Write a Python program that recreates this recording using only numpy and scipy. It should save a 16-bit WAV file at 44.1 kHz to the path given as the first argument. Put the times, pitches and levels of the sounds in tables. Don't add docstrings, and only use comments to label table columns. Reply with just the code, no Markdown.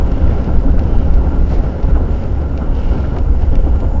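import sys
import numpy as np
from scipy import signal
from scipy.fft import rfft, irfft, next_fast_len
from scipy.io import wavfile
from scipy.ndimage import uniform_filter1d, map_coordinates

SR = 44100
rng = np.random.default_rng(int(sys.argv[2]) if len(sys.argv) > 2 else 0)


def store_wav(level_fs):
    pcm = np.round(np.clip(np.atleast_2d(level_fs), -1, 1) * 32767)
    wavfile.write(sys.argv[1], SR, pcm.T.astype(np.int16))


N = 176400

# t/s, relative level/dB
HISS_DB = [(0, -52), (.3, -46.5), (.55, -49.5), (.7, -50.5), (.95, -47.5), (1.34, -52), (1.7, -48),
           (2.05, -53), (2.22, -48.5), (2.48, -52.5), (2.7, -53), (3.19, -55), (3.28, -60), (3.42, -48),
           (3.7, -53.5), (3.85, -53), (3.93, -55.5)]
RASP_DB = [(0, -57.5), (.3, -52.5), (.7, -62.5), (.86, -60.5), (.98, -50), (1.15, -58), (1.9, -60),
           (2.2, -54), (2.55, -64), (2.7, -57.5), (2.78, -49.5), (2.92, -48), (3.03, -53.5), (3.28, -62),
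           (3.55, -54.5), (3.85, -58.5), (3.92, -67)]
FIZZ_DB = [(0, -68), (1.2, -69.5), (3.5, -69), (3.8, -64.5), (4, -64)]
# start/s, rise/s, release delay from start/s, release time constant/s, level/dB
SWISHES = [(1.464, 0.098, 0.07, 0.033, -37.5), (2.715, 0.05, .27, 0.32, -46.5)]
# t/s, level/dB
TICKS = [(0.118, -31.5), (.444, -35), (0.793, -27), (1.1403, -31.5), (1.8296, -30.5), (1.835, -34.5),
         (2.2383, -35), (2.5767, -29), (3.166, -34.5), (3.186, -28.5), (3.422, -34), (3.5552, -26.5),
         (3.8042, -31.5)]
# f/Hz, level/dB, t60/s
TICK_MODES = [(2266, -10.5, 0.015), (2760, -3, 0.0074), (3600, -7.5, 0.0053), (4220, -7, 0.004),
              (5330, -12, 0.0076)]
# t/s, level/dB, Gaussian sigma/s
BUMPS = [(0.081, -27.5, 0.01), (0.335, -32.5, 0.025), (0.916, -27, 0.039), (1.241, -27.5, 0.047),
         (1.558, -26.5, 0.035), (1.841, -24.5, 0.012), (1.974, -20.5, 0.013), (2.629, -27.5, 0.015),
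         (3.173, -25, .022), (3.432, -28, 0.021), (3.673, -23, 0.0059), (3.836, -24, 0.017),
         (4, -41.5, 0.045)]
# t/s, level/dB
PANEL_KNOCKS = [(.775, -29.5), (1.95, -30), (3.038, -28), (3.16, -29)]
# t/s, relative level/dB
BOOM_DB = [(0, -30.5), (.7, -28), (1.4, -29.5), (2.2, -43), (4, -37.5)]
ROAR_DB = [(0, -27.5), (.9, -27), (1.1, -28.5), (1.4, -28.5), (2.0, -28), (2.45, -30.5), (2.7, -29.5),
           (2.88, -28.5), (3.1, -28.5), (3.3, -29), (3.6, -29.5), (4, -29)]
BRIGHT_DB = [(0, -50.5), (3.55, -51.5), (3.75, -48), (4, -31.5)]
SHAKE_DB = [(.1, -11), (.42, -15), (.6, -11), (.85, -13.5), (1.05, -11), (1.3, -16.5), (1.42, -12),
            (1.72, -16), (1.92, -14), (2.3, -11.5), (2.6, -21.5), (2.75, -15.5), (2.88, -11.5),
            (3.09, -20.5), (3.22, -12), (3.36, -10), (3.59, -14.5), (3.9, -10.5)]
# f/Hz, width/Hz, level/dB
SHELL_MODES = [(68.8, 9.7, -21), (272.2, 6.7, -35), (535, 18, -39.5), (1366, 41, -48)]
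# t/s, level/dB
JOLTS = [(0.038, -10.5), (0.572, -5.5), (0.684, -3.5), (0.75, -4.5), (0.955, -6.5), (1.086, -2.5),
         (1.14, -1.5), (1.566, -1.5), (1.834, -5.5), (1.916, 0), (2.686, -5.5), (2.847, -14), (3.215, -3.5),
         (3.575, 0), (3.727, -10), (3.859, -8.5)]
# f/Hz, relative density/dB
HISS_SPECTRUM = [(700, -9), (1500, 8), (2120, 6.5), (2400, 2), (2800, 0.5), (3120, -1.5), (3330, -4.5),
                 (4500, -5.5), (5500, -5.5), (5900, -10.5), (6550, -12), (7300, -35.5)]
SWISH_SPECTRUM = [(900, -5.5), (1400, 5), (1750, -1), (2200, 6.5), (2900, -5.5), (3400, -4.5), (4500, -4.5),
                  (5500, -6), (6200, -13), (7400, -16)]
TICK_SPECTRUM = [(600, -18), (1800, 0.5), (3200, 2.5), (5400, 1), (6200, -9), (7300, -13)]
THUD_SPECTRUM = [(100, -14), (300, 9), (550, -1), (870, -1), (1150, -14), (1500, -26.5), (2200, -35),
                 (6000, -48.5)]
ROAR_SPECTRUM = [(60, -3), (110, 4), (145, 7), (200, 0), (245, 3), (320, -2.5), (420, -3.5), (620, -8.5),
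                 (820, -11.5), (1000, -15.5), (1180, -21.5), (1500, -20.5), (1800, -36), (3000, -40.5),
                 (7000, -64)]
RUMBLE_SPECTRUM = [(4, -10), (15, 4.5), (25, 2), (31, 4.5), (39, -5), (52, 1.5), (65, 1.5), (80, -9),
                   (95, -7.5), (115, -22.5), (200, -71.5)]

TIME_S = np.arange(N) / SR
N_FFT = next_fast_len(N + 8192)
FREQ_HZ = np.fft.rfftfreq(N_FFT, 1 / SR)


def amp(db):
    return 10 ** (np.asarray(db) / 20)


def unit(x):
    return x / np.sqrt(np.mean(x ** 2) + 1e-20)


def curve(rows):
    return np.interp(TIME_S, *np.transpose(rows))


def wobble(knots_per_s):
    return map_coordinates(rng.standard_normal(2000), [TIME_S * knots_per_s + 3], mode="wrap")


def noise(response):
    return unit(irfft(rfft(rng.standard_normal(N_FFT)) * response, N_FFT)[:N])


def coloured(spectrum):
    hz, db = np.transpose(spectrum)
    return noise(amp(np.interp(np.log(FREQ_HZ + 1), np.log(hz + 1), db)))


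def resonance(hz, width_hz):
    damping = 2j * FREQ_HZ * width_hz
    return noise((damping / (hz ** 2 - FREQ_HZ ** 2 + damping)) ** 2)


def patchy(x, depth_db=0.78):
    spectra = signal.stft(x, nperseg=2048)[2]
    drift = uniform_filter1d(rng.standard_normal(spectra.shape), size=5, axis=0)
    drift = unit(uniform_filter1d(drift, size=6, axis=1))
    return unit(signal.istft(spectra * amp(depth_db * drift), nperseg=2048)[1][:N])


def decay(t, t60_s):
    return np.exp(-np.log(1000) * t / t60_s)


def strikes(rows, attack_s, t60_s):
    envelope, t = np.zeros(N + SR), TIME_S[:SR // 4]
    shape = (1 - np.exp(-t / attack_s)) * decay(t, t60_s)
    for start_s, db in rows:
        envelope[int(start_s * SR):][:len(t)] += amp(db) * shape
    return envelope[:N]


def hiss():
    steady = amp(curve(HISS_DB) + 2) * patchy(coloured(HISS_SPECTRUM))
    swell = np.zeros(N)
    for start_s, rise_s, delay_s, release_s, db in SWISHES:
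        t = TIME_S - start_s
        swell += amp(db) * np.clip(t / rise_s, 0, 1) * np.exp(-np.maximum(t - delay_s, 0) / release_s)
    swish = swell * patchy(coloured(SWISH_SPECTRUM))
    rasp = amp(curve(RASP_DB)) * resonance(hz=2855, width_hz=260)
    fizz = amp(curve(FIZZ_DB)) * resonance(hz=7020, width_hz=280)
    grain = amp(1.3 * wobble(160) + .5 * wobble(10))
    return grain * (steady + swish + rasp + fizz)


def loose_parts(rebound_db=-6, tail_db=-15, tiny_ticks_per_s=29):
    snaps, t = np.zeros(N + SR), TIME_S[:SR // 20]
    for start_s, db in TICKS:
        ring = np.zeros(len(t))
        for hz, mode_db, t60_s in TICK_MODES:
            gain = amp(mode_db + rng.normal(0, 1.5))
            detuned_hz = hz * rng.normal(1, .03)
            ring += gain * decay(t, t60_s) * np.sin(2 * np.pi * detuned_hz * t)
        rebound_s = start_s + 0.003 * rng.uniform(.7, 1.3)
        snaps[int(start_s * SR):][:len(t)] += amp(db) * ring
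        snaps[int(rebound_s * SR):][:len(t)] += amp(db + rebound_db) * ring
    draws = rng.random((int(tiny_ticks_per_s * N / SR), 2))
    tiny = [(when * N / SR, -38.5 - 0.5 * np.log(max(softness, .05))) for when, softness in draws]
    tails = strikes(list(TICKS) + tiny, attack_s=0.0001, t60_s=0.023)
    return snaps[:N] + amp(tail_db) * tails * coloured(TICK_SPECTRUM)


def bumps():
    swell = sum(amp(db) * np.exp(-.5 * ((TIME_S - at_s) / sigma_s) ** 2) for at_s, db, sigma_s in BUMPS)
    panel = strikes(PANEL_KNOCKS, attack_s=0.0039, t60_s=0.083) * resonance(hz=1352, width_hz=250)
    return swell * coloured(THUD_SPECTRUM) + panel


def cabin_boom(hz=178.2, wander_hz=3.5, swing_db=2.5):
    phase = 2 * np.pi * np.cumsum(hz + wander_hz * wobble(14)) / SR
    return amp(curve(BOOM_DB)) * unit(amp(swing_db * wobble(12)) * np.sin(phase))


def tyre_roar():
    drive_db = curve(ROAR_DB)
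    flutter = amp(0.81 * wobble(18) + 1.3 * wobble(50))
    roar = amp(drive_db + 5.5) * patchy(coloured(ROAR_SPECTRUM))
    ring = sum(amp(db) * resonance(hz, width_hz) for hz, width_hz, db in SHELL_MODES)
    ring *= amp(.5 * (drive_db - drive_db.mean()))
    bright = amp(curve(BRIGHT_DB)) * resonance(hz=845, width_hz=52)
    return flutter * (roar + ring + bright)


def body_rumble(heave_hz=31.6, rise_s=0.01, highpass_hz=15):
    judder = unit(amp(-1.2 * wobble(20)) * coloured(RUMBLE_SPECTRUM))
    heaves = np.zeros(N)
    for start_s, db in JOLTS:
        t = np.maximum(TIME_S - start_s, 0)
        envelope = t / rise_s * np.exp(1 - t / rise_s)
        heaves += amp(db) * envelope * np.sin(2 * np.pi * heave_hz * t)
    highpass = signal.butter(1, highpass_hz, "highpass", fs=SR, output="sos")
    return amp(curve(SHAKE_DB) + 0.5) * judder + signal.sosfilt(highpass, heaves)


def scene():
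    return (body_rumble() + tyre_roar() + cabin_boom() + bumps() + hiss() + loose_parts())[None]


def record(dry, knee_order=14, cutoff_hz=7340):
    limited = dry / (1 + np.abs(dry) ** knee_order) ** (1 / knee_order)
    return irfft(rfft(limited, N_FFT) * (FREQ_HZ < cutoff_hz), N_FFT)[..., :N]


dry = scene()
out = record(dry)
store_wav(out)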